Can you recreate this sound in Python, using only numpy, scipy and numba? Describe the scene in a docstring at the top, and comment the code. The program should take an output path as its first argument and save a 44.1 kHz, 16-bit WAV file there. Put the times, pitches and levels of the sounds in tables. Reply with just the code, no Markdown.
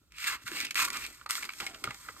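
"""A small quiet room with a wooden table, heard through two close microphone ports, over a faint low rumble.
A brown paper bag slides in five strokes by stick-slip friction, then shifts lightly in the hand.
Its creases snap by buckling, its flat sides pop, and the air inside resonates at about 1 kHz.
Scissors bite twice: fibres break one after another and the flap sinks in pitch; the steel blades tap.
The table hums under the rubbing and rings in a few low modes when the hand bumps it."""
import sys
import numpy as np
from scipy import signal
from scipy.fft import rfft, irfft, next_fast_len
from scipy.io import wavfile
from scipy.ndimage import uniform_filter1d, map_coordinates
from numba import njit

SR = 44100
rng = np.random.default_rng(int(sys.argv[2]) if len(sys.argv) > 2 else 0)


def waveform_to_disk(signal):
    """Save audio, clipped to [-1, 1], as 16-bit WAV at the path in sys.argv[1]."""
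    frames = np.transpose(np.atleast_2d(signal))
    scaled = np.clip(frames, -1, 1) * 32767
    samples = np.round(scaled).astype(np.int16)
    wavfile.write(sys.argv[1], SR, samples)


N = 97020
T = np.arange(N) / SR
M = next_fast_len(N + SR // 2)  # padded transform length
HZ = np.fft.rfftfreq(M, 1 / SR)


def amp(db):
    """Level to amplitude ratio: 20 dB is a factor of ten."""
    return 10 ** (np.asarray(db) / 20)


def unit(x):
    """Normalization to an rms of 1."""
    return x / np.sqrt(np.mean(x ** 2) + 1e-20)


def along(points):
    """Logarithmic frequency interpolation of (Hz, value) points."""
    hz, value = np.transpose(points)
    return np.interp(np.log(HZ + 1), np.log(hz + 1), value)


def filtered(x, response):
    """Linear filtering: a product of spectra."""
    return irfft(rfft(x, M) * response, M)[..., :N]


def causal(gain):
    """Minimum phase: the folded cepstrum gives a causal response of unit power with this gain shape."""
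    cepstrum = irfft(np.log(np.maximum(unit(gain), 1e-6)), M)
    cepstrum[1:M // 2] *= 2
    cepstrum[M // 2 + 1:] = 0
    return np.exp(rfft(cepstrum))


def colour(x, points):
    """Spectral envelope: shape x by relative (Hz, dB) points."""
    return filtered(x, causal(amp(along(points))))


def wobble(rate):
    """Random modulation: a smooth curve with rate knots a second."""
    return map_coordinates(rng.standard_normal(N // 8), [T * rate], mode="mirror")


def fade(t, t60):
    """Exponential damping: 60 dB down after t60 seconds."""
    return np.exp(-np.log(1000) * t / t60)


def signs():
    """Random polarity: two independent rows of plus and minus one."""
    return rng.choice([-1, 1], (2, N))


SLIP_SPREAD_DB, SHEET_T60_S, SHEET_RING = 5, 0.066, 1


def slips(rate):
    """Stick-slip friction: random ticks of uneven size, each followed by a decaying ring."""
    happens = rng.random(N) < rate / SR
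    ticks = happens * amp(SLIP_SPREAD_DB * np.clip(rng.standard_normal(N), -2, 2))
    ring_power = signal.fftconvolve(ticks ** 2, fade(T[:SR // 10], SHEET_T60_S) ** 2)[:N]
    ring = np.sqrt(np.abs(ring_power))
    return unit((unit(ticks) + SHEET_RING * unit(ring)) * signs())


SNAP_RISE_S, SNAP_WINDOW_S = 0.00035, 0.0052


def burst(s, run, t60):
    """Buckling: noise builds up, holds while the crease runs, then decays; its energy is fixed."""
    t = np.maximum(T - s + SNAP_RISE_S / 2, 0)
    rise = np.minimum(t / SNAP_RISE_S, 1)
    x = rise * fade(np.maximum(t - SNAP_RISE_S - run, 0), t60) * signs()
    # As much energy as a signal of rms 1 lasting the window
    return x / np.linalg.norm(x, axis=1, keepdims=True) * np.sqrt(SNAP_WINDOW_S * SR)


def struck(blows, modes, rise):
    """Modal excitation: each blow rings the same damped sines, in the part shared by both ports."""
    out = np.zeros((2, N))
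    for s, db in blows:
        t = np.maximum(T - s, 0)
        ring = sum(amp(db + g) * np.sin(2 * np.pi * hz * t) * fade(t, t60) for hz, g, t60 in modes)
        out[0] += (1 - np.exp(-t / rise)) * ring  # a soft contact builds up slowly
    return out


def resonant(x, modes):
    """Resonance: add narrow second-order band-passes to the direct sound."""
    peaks = sum(g * 1j * HZ * w / (c * c - HZ ** 2 + 1j * HZ * w) for c, w, g in modes)
    return filtered(x, 1 + peaks)


@njit
def resonator(x, poles):
    """Time-varying resonance: a complex pole that may move from sample to sample."""
    out, z = np.zeros(len(x)), 0j
    for i in range(len(x)):
        z = poles[i] * z + x[i]
        out[i] = z.real
    return out


def gliding(x, hz, width_hz):
    """Gliding resonance: ring x, at unit power gain, along a pitch curve."""
    radius = np.exp(-np.pi * width_hz / SR)
    poles = radius * np.exp(2j * np.pi * hz / SR)
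    return np.sqrt(2 * (1 - radius * radius)) * np.array([resonator(row, poles) for row in x])


# Spectrum of the room's noise floor: pitch_hz, relative_level_db
FLOOR_COLOUR = [(15, -38), (28, -41), (40, -14.5), (56, 4), (85, -7.5), (150, -9.5), (300, -27), (700, -41),
                (3000, -29.5), (16000, -35.5)]
FLOOR_DB, FLOOR_SWELL_DB, FLOOR_SWELLS_PER_S = -66, 3, 9.9


def background():
    """Stationary noise with a modulated low band: the rumble wavers under a faint even hiss."""
    swell = unit(amp(FLOOR_SWELL_DB * wobble(FLOOR_SWELLS_PER_S)))
    noise = rng.standard_normal((2, N))
    low = 1 / (1 + (HZ / 200) ** 4)
    mixed = filtered(noise * swell, low) + filtered(noise, 1 - low)
    return amp(FLOOR_DB) * colour(mixed, FLOOR_COLOUR)


# Low rub against the table: time_s, relative_level_db
RUB_LEVEL = [(.12, -74), (.33, -56), (.46, -69), (.53, -49), (.66, -52.5), (.72, -59.5), (.78, -52.5),
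             (.96, -49.5), (1.11, -58), (1.17, -71), (1.33, -61), (1.431, -54.5), (1.57, -62.5),
             (1.63, -61), (1.8, -57), (1.88, -51), (2.0, -67), (2.2, -57.5)]
# Spectrum of the rubbed wood: pitch_hz, relative_level_db
WOOD_COLOUR = [(60, -7), (120, -5), (170, -11), (300, 2), (400, -7), (520, -5.5), (700, -10), (1400, -5.5),
               (4000, -102)]
# The hand bumps the table: start_s, relative_level_db
HAND_BUMPS = [(.442, -54.5), (1.845, -53), (1.876, -43.5)]
# Modes of the table top: pitch_hz, relative_level_db, t60_s
TABLE_TOP_MODES = [(118.6, 8, 0.093), (179, 2.5, 0.074), (252, 0, .085), (360, -33, 0.052)]
RUB_DB, RUB_SLIPS_PER_S, BUMP_RISE_S = -5, 490, 0.0036


def table():
    """Forced and free vibration: the table top hums under rubbing and thuds when bumped."""
    s, level = np.transpose(RUB_LEVEL)
    rub = slips(RUB_SLIPS_PER_S) * amp(RUB_DB + np.interp(T, s, level))
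    return colour(rub, WOOD_COLOUR) + struck(HAND_BUMPS, TABLE_TOP_MODES, BUMP_RISE_S)


# The steel blades touch: start_s, relative_level_db
BLADE_TOUCHES = [(1.308, -33.5), (1.841, -51)]
# Modes of the blades: pitch_hz, relative_level_db, t60_s
BLADE_MODES = [(4700, -25, 0.055), (5600, -12, .03), (7200, -22, .025), (9180, 7, 0.018), (9300, 0, 0.04),
               (11500, 9, 0.0052)]


def blade_taps():
    """Free vibration of steel: a hard contact rings high damped modes."""
    return struck(BLADE_TOUCHES, BLADE_MODES, rise=.0001)


# Cuts: start_s, length_s, relative_level_db at the start, flap start_pitch_hz, flap end_pitch_hz
BITES = [(1.599, .2, -44, 858, 604), (1.85, 0.1, -45.5, 880, 805)]
# Spectrum of the sheared fibres: pitch_hz, relative_level_db
SHEAR_COLOUR = [(100, -16), (330, -9.5), (460, -11.5), (600, -15), (780, -14), (1300, -7), (2300, -8),
                (5000, -16.5), (15000, -37)]
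CUT_FADE_DB, FIBRES_PER_S, FLAP_WIDTH_HZ, FLAP_DB = 17.5, 490, 60, -5


def scissors():
    """Progressive fracture: fibres break ever more weakly; the flap sinks in pitch as the slit grows."""
    out = np.zeros((2, N))
    for s, length, db, start_hz, end_hz in BITES:
        closed = np.clip((T - s) / length, 0, 1)
        force = amp(db - CUT_FADE_DB * closed) * ((T > s) & (T < s + length))
        pitch = start_hz + (end_hz - start_hz) * closed
        flap = gliding(force * slips(FIBRES_PER_S), pitch, FLAP_WIDTH_HZ)
        out += colour(force * slips(FIBRES_PER_S), SHEAR_COLOUR) + amp(FLAP_DB) * flap
    return out


# The flat of the bag pops, dull, and a few low dull knocks sound the same way: start_s, relative_level_db,
# pitch_hz
PANEL_POPS = [(.517, -48, 350), (1.213, -44.5, 1270), (1.261, -36, 1120), (1.297, -38.5, 1190),
              (1.380, -37, 1510), (1.492, -39, 1470), (1.615, -43, 1230), (1.625, -40.5, 880),
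              (1.841, -28.5, 1270), (1.846, -42, 345), (1.8745, -32.5, 1270), (1.875, -43.5, 470),
              (1.881, -48, 1240), (1.907, -49, 565), (2.087, -37, 1330), (2.095, -51, 480),
              (2.165, -46, 1080)]
POP_OCTAVES, POP_SKIRT_DB = 0.19, -15.5  # width of the resonance and level of its broad skirt
POP_PUSH, POP_RING, POP_HOLD_S, POP_T60_S = 0.57, 0.62, 0.0023, 0.008


def pops():
    """Snap-through: a panel flips over, one push and a short flutter exciting a broad resonance; the low knocks
    are played the same way."""
    out = np.zeros((2, N))
    for s, db, hz in PANEL_POPS:
        octaves = np.log2((HZ + 1) / hz)
        peak = np.exp(-.5 * (octaves / POP_OCTAVES) ** 2)
        skirt = amp(POP_SKIRT_DB) / (1 + (octaves / 1.56) ** 4)
        push = POP_RING * burst(s, POP_HOLD_S, POP_T60_S)
        push[0, round(s * SR)] += POP_PUSH * np.sqrt(SNAP_WINDOW_S * SR)
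        out += amp(db) * filtered(push, causal(peak + skirt))
    return out


# Level of the bag's hollow resonance near 1 kHz: time_s, relative_level_db
HOLLOW_CURVE = [(.1, -5.5), (.22, -10.5), (.28, -3.5), (.36, 3.5), (.47, -5), (.53, -2.5), (.58, -12),
                (.70, -25), (.76, -7), (.82, 4.5), (.9, 7.5), (.97, 2.5), (1.05, -9.5), (1.2, 6),
                (1.34, -3), (1.49, -0.5), (1.66, -8), (2.05, 8)]
# Spectrum of the hollow: pitch_hz, relative_level_db
HOLLOW_COLOUR = [(300, -33), (720, -24), (900, -8), (1080, -3), (1400, -3.5), (1650, -8.5), (2100, -5),
                 (4000, -42.5)]


def hollow(x):
    """Cavity resonance: the air in the bag answers more or less as it opens and flattens."""
    return colour(x * amp(np.interp(T, *np.transpose(HOLLOW_CURVE))), HOLLOW_COLOUR)


# Creases snap: start_s, relative_level_db, treble_over_body_db, run_s along the crease,
# t60_s of flex and facet, pitch_hz of the facet
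CREASE_SNAPS = [(.121, -55.5, -2, 0.0014, 0.012, 2520), (.184, -45, -3, 0.00056, 0.0086, 2720),
                (0.478, -38.5, -3.5, 0.0023, .01, 2270), (0.516, -40, -5, 0.0025, .014, 1630),
                (0.568, -36, -16, 0.003, 0.0077, 2280), (0.603, -39.5, 4.5, .001, 0.0064, 2300),
                (.611, -37.5, 0, 0.0012, .006, 2380), (.649, -37, -1.5, 0.0013, 0.0087, 2230),
                (0.652, -37.5, 0, 0.0025, 0.0081, 2500), (0.667, -39.5, -10, 0.0021, 0.0087, 2700),
                (0.708, -33.5, -1, 0.0026, 0.017, 2610), (.745, -43.5, 3, 0.0011, 0.0041, 2700),
                (0.755, -30, -4, 0.0013, 0.011, 2430), (0.877, -45, -1, 0.0023, 0.018, 1130),
                (0.882, -44.5, 6.5, 0.0044, 0.0076, 2360), (0.902, -43, 7.5, 0.0032, 0.009, 1120),
                (.930, -49, 9.5, 0.0028, .013, 2480), (0.9696, -41, 5, 0.0024, .01, 1110),
                (1.041, -45, -2, 0.0023, 0.012, 2220), (1.048, -37, -7, .004, 0.013, 2480),
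                (1.065, -43.5, 4.5, 0.00063, 0.0061, 2430), (1.2618, -44, -6.5, 0.0018, .008, 4240),
                (1.298, -38, -6, 0.0032, 0.011, 2370), (1.3071, -37, 10.5, 0.0019, .01, 5340),
                (1.316, -41, -7, .001, 0.0098, 2290), (1.3531, -35.5, 1, 0.0015, .008, 3300),
                (1.425, -34.5, -7.5, 0.0074, 0.014, 2300), (1.442, -40.5, -6, 0.0032, .01, 2470),
                (1.452, -44, 1, 0.0054, .012, 3930), (1.4908, -38, -14, 0.0034, 0.0087, 2290),
                (1.503, -45.5, -13, .002, 0.0083, 2350), (1.535, -46, -2, 0.0024, .012, 2360),
                (1.601, -33.5, -3.5, 0.0073, 0.013, 3180), (1.665, -35, -2, 0.0015, 0.052, 2090),
                (1.745, -42, -9, 0.0028, 0.028, 2800), (1.8396, -31.5, -3, 0.0038, 0.0082, 2110),
                (1.9059, -39, -11, .005, 0.014, 2440), (1.944, -52.5, 6, 0.0027, 0.031, 4660),
                (2.088, -47, -24, 0.0039, 0.023, 2120)]
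FACET_DB, FACET_Q = -4.5, 13.5


def facets():
    """Plate resonance: the small stiff facet beside each crease rings at its own pitch."""
    out = np.zeros((2, N))
    for s, db, bright, run, t60, hz in CREASE_SNAPS:
        b, a = signal.iirpeak(hz, FACET_Q, SR)
        ring = signal.lfilter(b, a, burst(s, run, t60))
        # The narrower the peak, the more gain keeps its power
        out += amp(db + FACET_DB) * np.sqrt(FACET_Q * SR / (np.pi * hz)) * ring
    return out


# Spectrum of the flexing sheet: pitch_hz, relative_level_db
FLEX_COLOUR = [(200, -28.5), (700, -38), (1400, -10.5), (2300, -1), (3100, -8), (5000, -10), (9000, -43)]
# Spectrum of the treble crack: pitch_hz, relative_level_db
CRACK_COLOUR = [(1500, -23), (3300, 5.5), (5000, 6), (6500, 4), (8400, -1), (11000, 5), (16000, -16.5)]
SNAP_DB, SNAP_HOLLOW_DB, CRACK_T60_RATIO = -2.5, -3.5, 0.39


def creases():
    """Elastic instability: each snap flexes the sheet, stirs the hollow and cracks in the treble."""
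    flex = sum(amp(db) * burst(s, run, t60) for s, db, bright, run, t60, hz in CREASE_SNAPS)
    air = sum(amp(db) * burst(s, run, t60) for s, db, bright, run, t60, hz in CREASE_SNAPS)
    crack = sum(amp(db + bright) * burst(s, run, CRACK_T60_RATIO * t60)
                for s, db, bright, run, t60, hz in CREASE_SNAPS)
    body = amp(SNAP_DB) * colour(flex, FLEX_COLOUR)
    return body + colour(crack, CRACK_COLOUR) + amp(SNAP_HOLLOW_DB) * hollow(air)


CRINKLE_T60_S = 0.0023


def crinkles(rate):
    """Random impulse process: sparse little buckles, each decaying quickly."""
    ticks = (rng.random(N) < rate / SR) * rng.random(N)
    return unit(signal.fftconvolve(ticks, fade(T[:SR // 10], CRINKLE_T60_S))[:N] * signs())


# The sheet's main resonance as the paper bends: time_s, pitch_hz, relative_level_db
BEND_CURVE = [(.16, 2480, -7.5), (.235, 2520, -16), (.275, 1690, -5), (.36, 1670, -14.5), (0.481, 1410, -1),
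              (.55, 2280, -13), (.62, 2270, -5), (.68, 2600, -3), (.79, 2500, -3), (.86, 2430, -0.5),
              (.95, 2430, -2.5), (1.06, 2370, -8), (1.3, 2300, -8), (1.39, 1820, -8), (1.46, 2230, -11)]
BEND_WIDTH_HZ, BEND_LOW_HZ, CATCHES_PER_S = 200, 1100, 1100


def bending(friction):
    """Stick-slip into a moving resonance: the sheet catches, lets go and rings as it bends."""
    s, hz, level = np.transpose(BEND_CURVE)
    high_pass = 1 / (1 + (BEND_LOW_HZ / (HZ + 1)) ** 4)
    catches = crinkles(CATCHES_PER_S) * friction * amp(np.interp(T, s, level))
    return gliding(filtered(catches, high_pass), np.interp(T, s, hz), BEND_WIDTH_HZ)


# One list for each slide of the bag: time_s, relative_friction_level_db, hiss_over_body_db
STROKES = [
    [(.105, -73, -20), (.16, -52, -10.5), (.205, -39.5, -9.5), (.255, -36, -10), (.275, -32, -6.5),
     (.352, -38.5, -9.5), (.378, -60, -15), (.44, -58, -1)],
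    [(.44, -76, 10), (.468, -43, -8), (.479, -38.5, -7.5), (.497, -50.5, -5), (.57, -36.5, -8),
     (.62, -37, -10.5), (.66, -42, -21), (.69, -51.5, -11.5), (.745, -73, 4)],
    [(.755, -29, -9.5), (.80, -29.5, -5), (.828, -33.5, 3.5), (.838, -36, -8), (.852, -37.5, 7.5),
     (.874, -54.5, 4.5), (.92, -53, -7)],
    [(.922, -45, -5), (.965, -37.5, -8.5), (.985, -47.5, -3), (1.025, -41.5, -6), (1.052, -38, -16),
     (1.08, -52.5, -3), (1.15, -59.5, 2), (1.25, -65.5, -0.5)],
    [(1.291, -47, 5), (1.301, -39, 2.5), (1.322, -42, -0.5), (1.385, -42, 2.5), (1.415, -48.5, -1.5),
     (1.455, -51, 3.5), (1.475, -55, -6), (1.57, -57.5, 5)],
]
# The bag shifts lightly in the hand: time_s, relative_friction_level_db, hiss_over_body_db
HAND_SHIFT = [(1.57, -54.5, 4), (1.66, -57, 5), (1.72, -67.5, 8), (1.82, -61.5, 3), (1.88, -53, -12),
              (1.98, -63.5, 8.5), (2.07, -58, 3.5), (2.14, -65.5, 5.5), (2.2, -62.5, 7)]
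# Spectrum of the rubbed sheet: pitch_hz, relative_level_db
BODY_COLOUR = [(300, -55), (900, -32.5), (1500, -6), (2050, -0.5), (2550, -0.5), (2820, 1), (3060, -5.5),
               (3500, -5), (4500, -4.5), (9000, -23.5)]
# Spectrum of the bright hiss: pitch_hz, relative_level_db
HISS_COLOUR = [(1500, -21), (3200, 5), (5000, 7.5), (6500, 6), (8400, 5), (10500, 3), (14300, 2),
               (16000, -13.5)]
SLIDE_DB, SLIDE_HOLLOW_DB, SLIPS_PER_S = -3.5, -6.5, 4000
JUDDER_DB, JUDDER_PER_S, CRINKLES_PER_S, CRINKLE_DB = 1.15, 170, 200, -13


def sliding():
    """Friction-driven radiation: slips drive the sheet, the bag's hollow and a bright hiss."""
    body, hiss = np.zeros(N), np.zeros(N)
    for stroke in STROKES + [HAND_SHIFT]:
        s, level, bright = np.transpose(stroke)
        moving = 1. * ((T >= s[0]) & (T <= s[-1]))
        gain = amp(np.interp(T, s, level)) * uniform_filter1d(moving, size=90)  # 2 ms edges
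        body += gain
        hiss += gain * amp(np.interp(T, s, bright))
    judder = amp(JUDDER_DB * wobble(JUDDER_PER_S))
    grit = slips(SLIPS_PER_S) * judder + amp(CRINKLE_DB) * crinkles(CRINKLES_PER_S)
    sheet = amp(SLIDE_DB) * colour(grit * body, BODY_COLOUR) + bending(body)
    air = amp(SLIDE_HOLLOW_DB) * hollow(slips(SLIPS_PER_S) * judder * body)
    return sheet + colour(grit * hiss, HISS_COLOUR) + air


def tail(t60):
    """Diffuse reverberation: two decaying noise tails of energy 1."""
    h = rng.standard_normal((2, SR // 2)) * fade(T[:SR // 2], t60)
    return h / np.linalg.norm(h, axis=1, keepdims=True)


# Phase by which the left port leads: pitch_hz, phase_rad
LEFT_LEAD = [(100, 0), (1300, -.5), (2000, -1.15), (2600, -1.25), (4000, -2.7), (6100, -2.5), (6800, -.9),
             (8500, .3), (9800, 2.7), (10550, 3.14), (11200, 3.5), (11900, 4.6), (12600, 6.1), (13500, 6.6),
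             (14300, 7.9), (14700, 9), (15700, 9.4)]
# Left minus right level: pitch_hz, difference_db
LEFT_OVER_RIGHT = [(60, -2), (110, 4), (200, -4.5), (380, 2), (700, -5), (1290, -3), (2380, 1), (4400, -4),
                   (8120, -1.0), (15000, 1)]
# Likeness of the two ports: pitch_hz, coherence (0 to 1)
COHERENCE = [(60, .92), (400, .85), (680, .5), (1000, .95), (2500, .95), (3500, .5), (6000, .6),
             (8000, .92), (10500, .98), (15000, .92)]


def ports(x):
    """Interchannel coherence: a shared and an unshared part reach the ports, shifted in phase and level."""
    turn = np.arccos(np.clip(along(COHERENCE), 0, 1)) / 2
    shared, unshared = filtered(x, np.array([np.cos(turn), np.sin(turn)]))
    half = amp(along(LEFT_OVER_RIGHT) / 2) * np.exp(.5j * along(LEFT_LEAD))
    return filtered(np.array([shared + unshared, shared - unshared]), np.array([half, 1 / half]))


# Narrow resonances of the bag: pitch_hz, width_hz, gain
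BAG_RESONANCES = [(974, 18, 0.94), (1141, 60, 0.9), (1320, 14, 0.28), (1551, 19, 0.73), (2246, 22, 0.33),
                  (2517, 22, 0.17), (2580, 25, .3), (2930, 24, 0.4), (3310, 160, 0.33), (5450, 49, 0.11),
                  (8430, 98, 0.48)]
# Low flapping resonances of the bag's whole side: pitch_hz, width_hz, gain
SIDE_RESONANCES = [(303, 14, 0.3), (371, 13, 0.98)]
ROOM_T60_S, ROOM_DB, POP_ROOM_DB = 0.088, -7, -6.5


def scene():
    """Superposition: direct sounds through their resonances, their reverberation and the noise floor."""
    paper = resonant(sliding() + creases() + facets(), BAG_RESONANCES)
    direct = paper + resonant(scissors() + table(), SIDE_RESONANCES) + blade_taps()
    popped = pops()
    sent = amp(ROOM_DB) * direct + amp(POP_ROOM_DB) * popped
    room = signal.fftconvolve(sent, tail(ROOM_T60_S), axes=1)[:, :N]
    return ports(direct + popped + room + background())


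TOP_HZ = 15850


def record(dry):
    """Band limiting: nothing is kept at or above the top frequency."""
    return filtered(dry, HZ < TOP_HZ)


dry = scene()
out = record(dry)
waveform_to_disk(out)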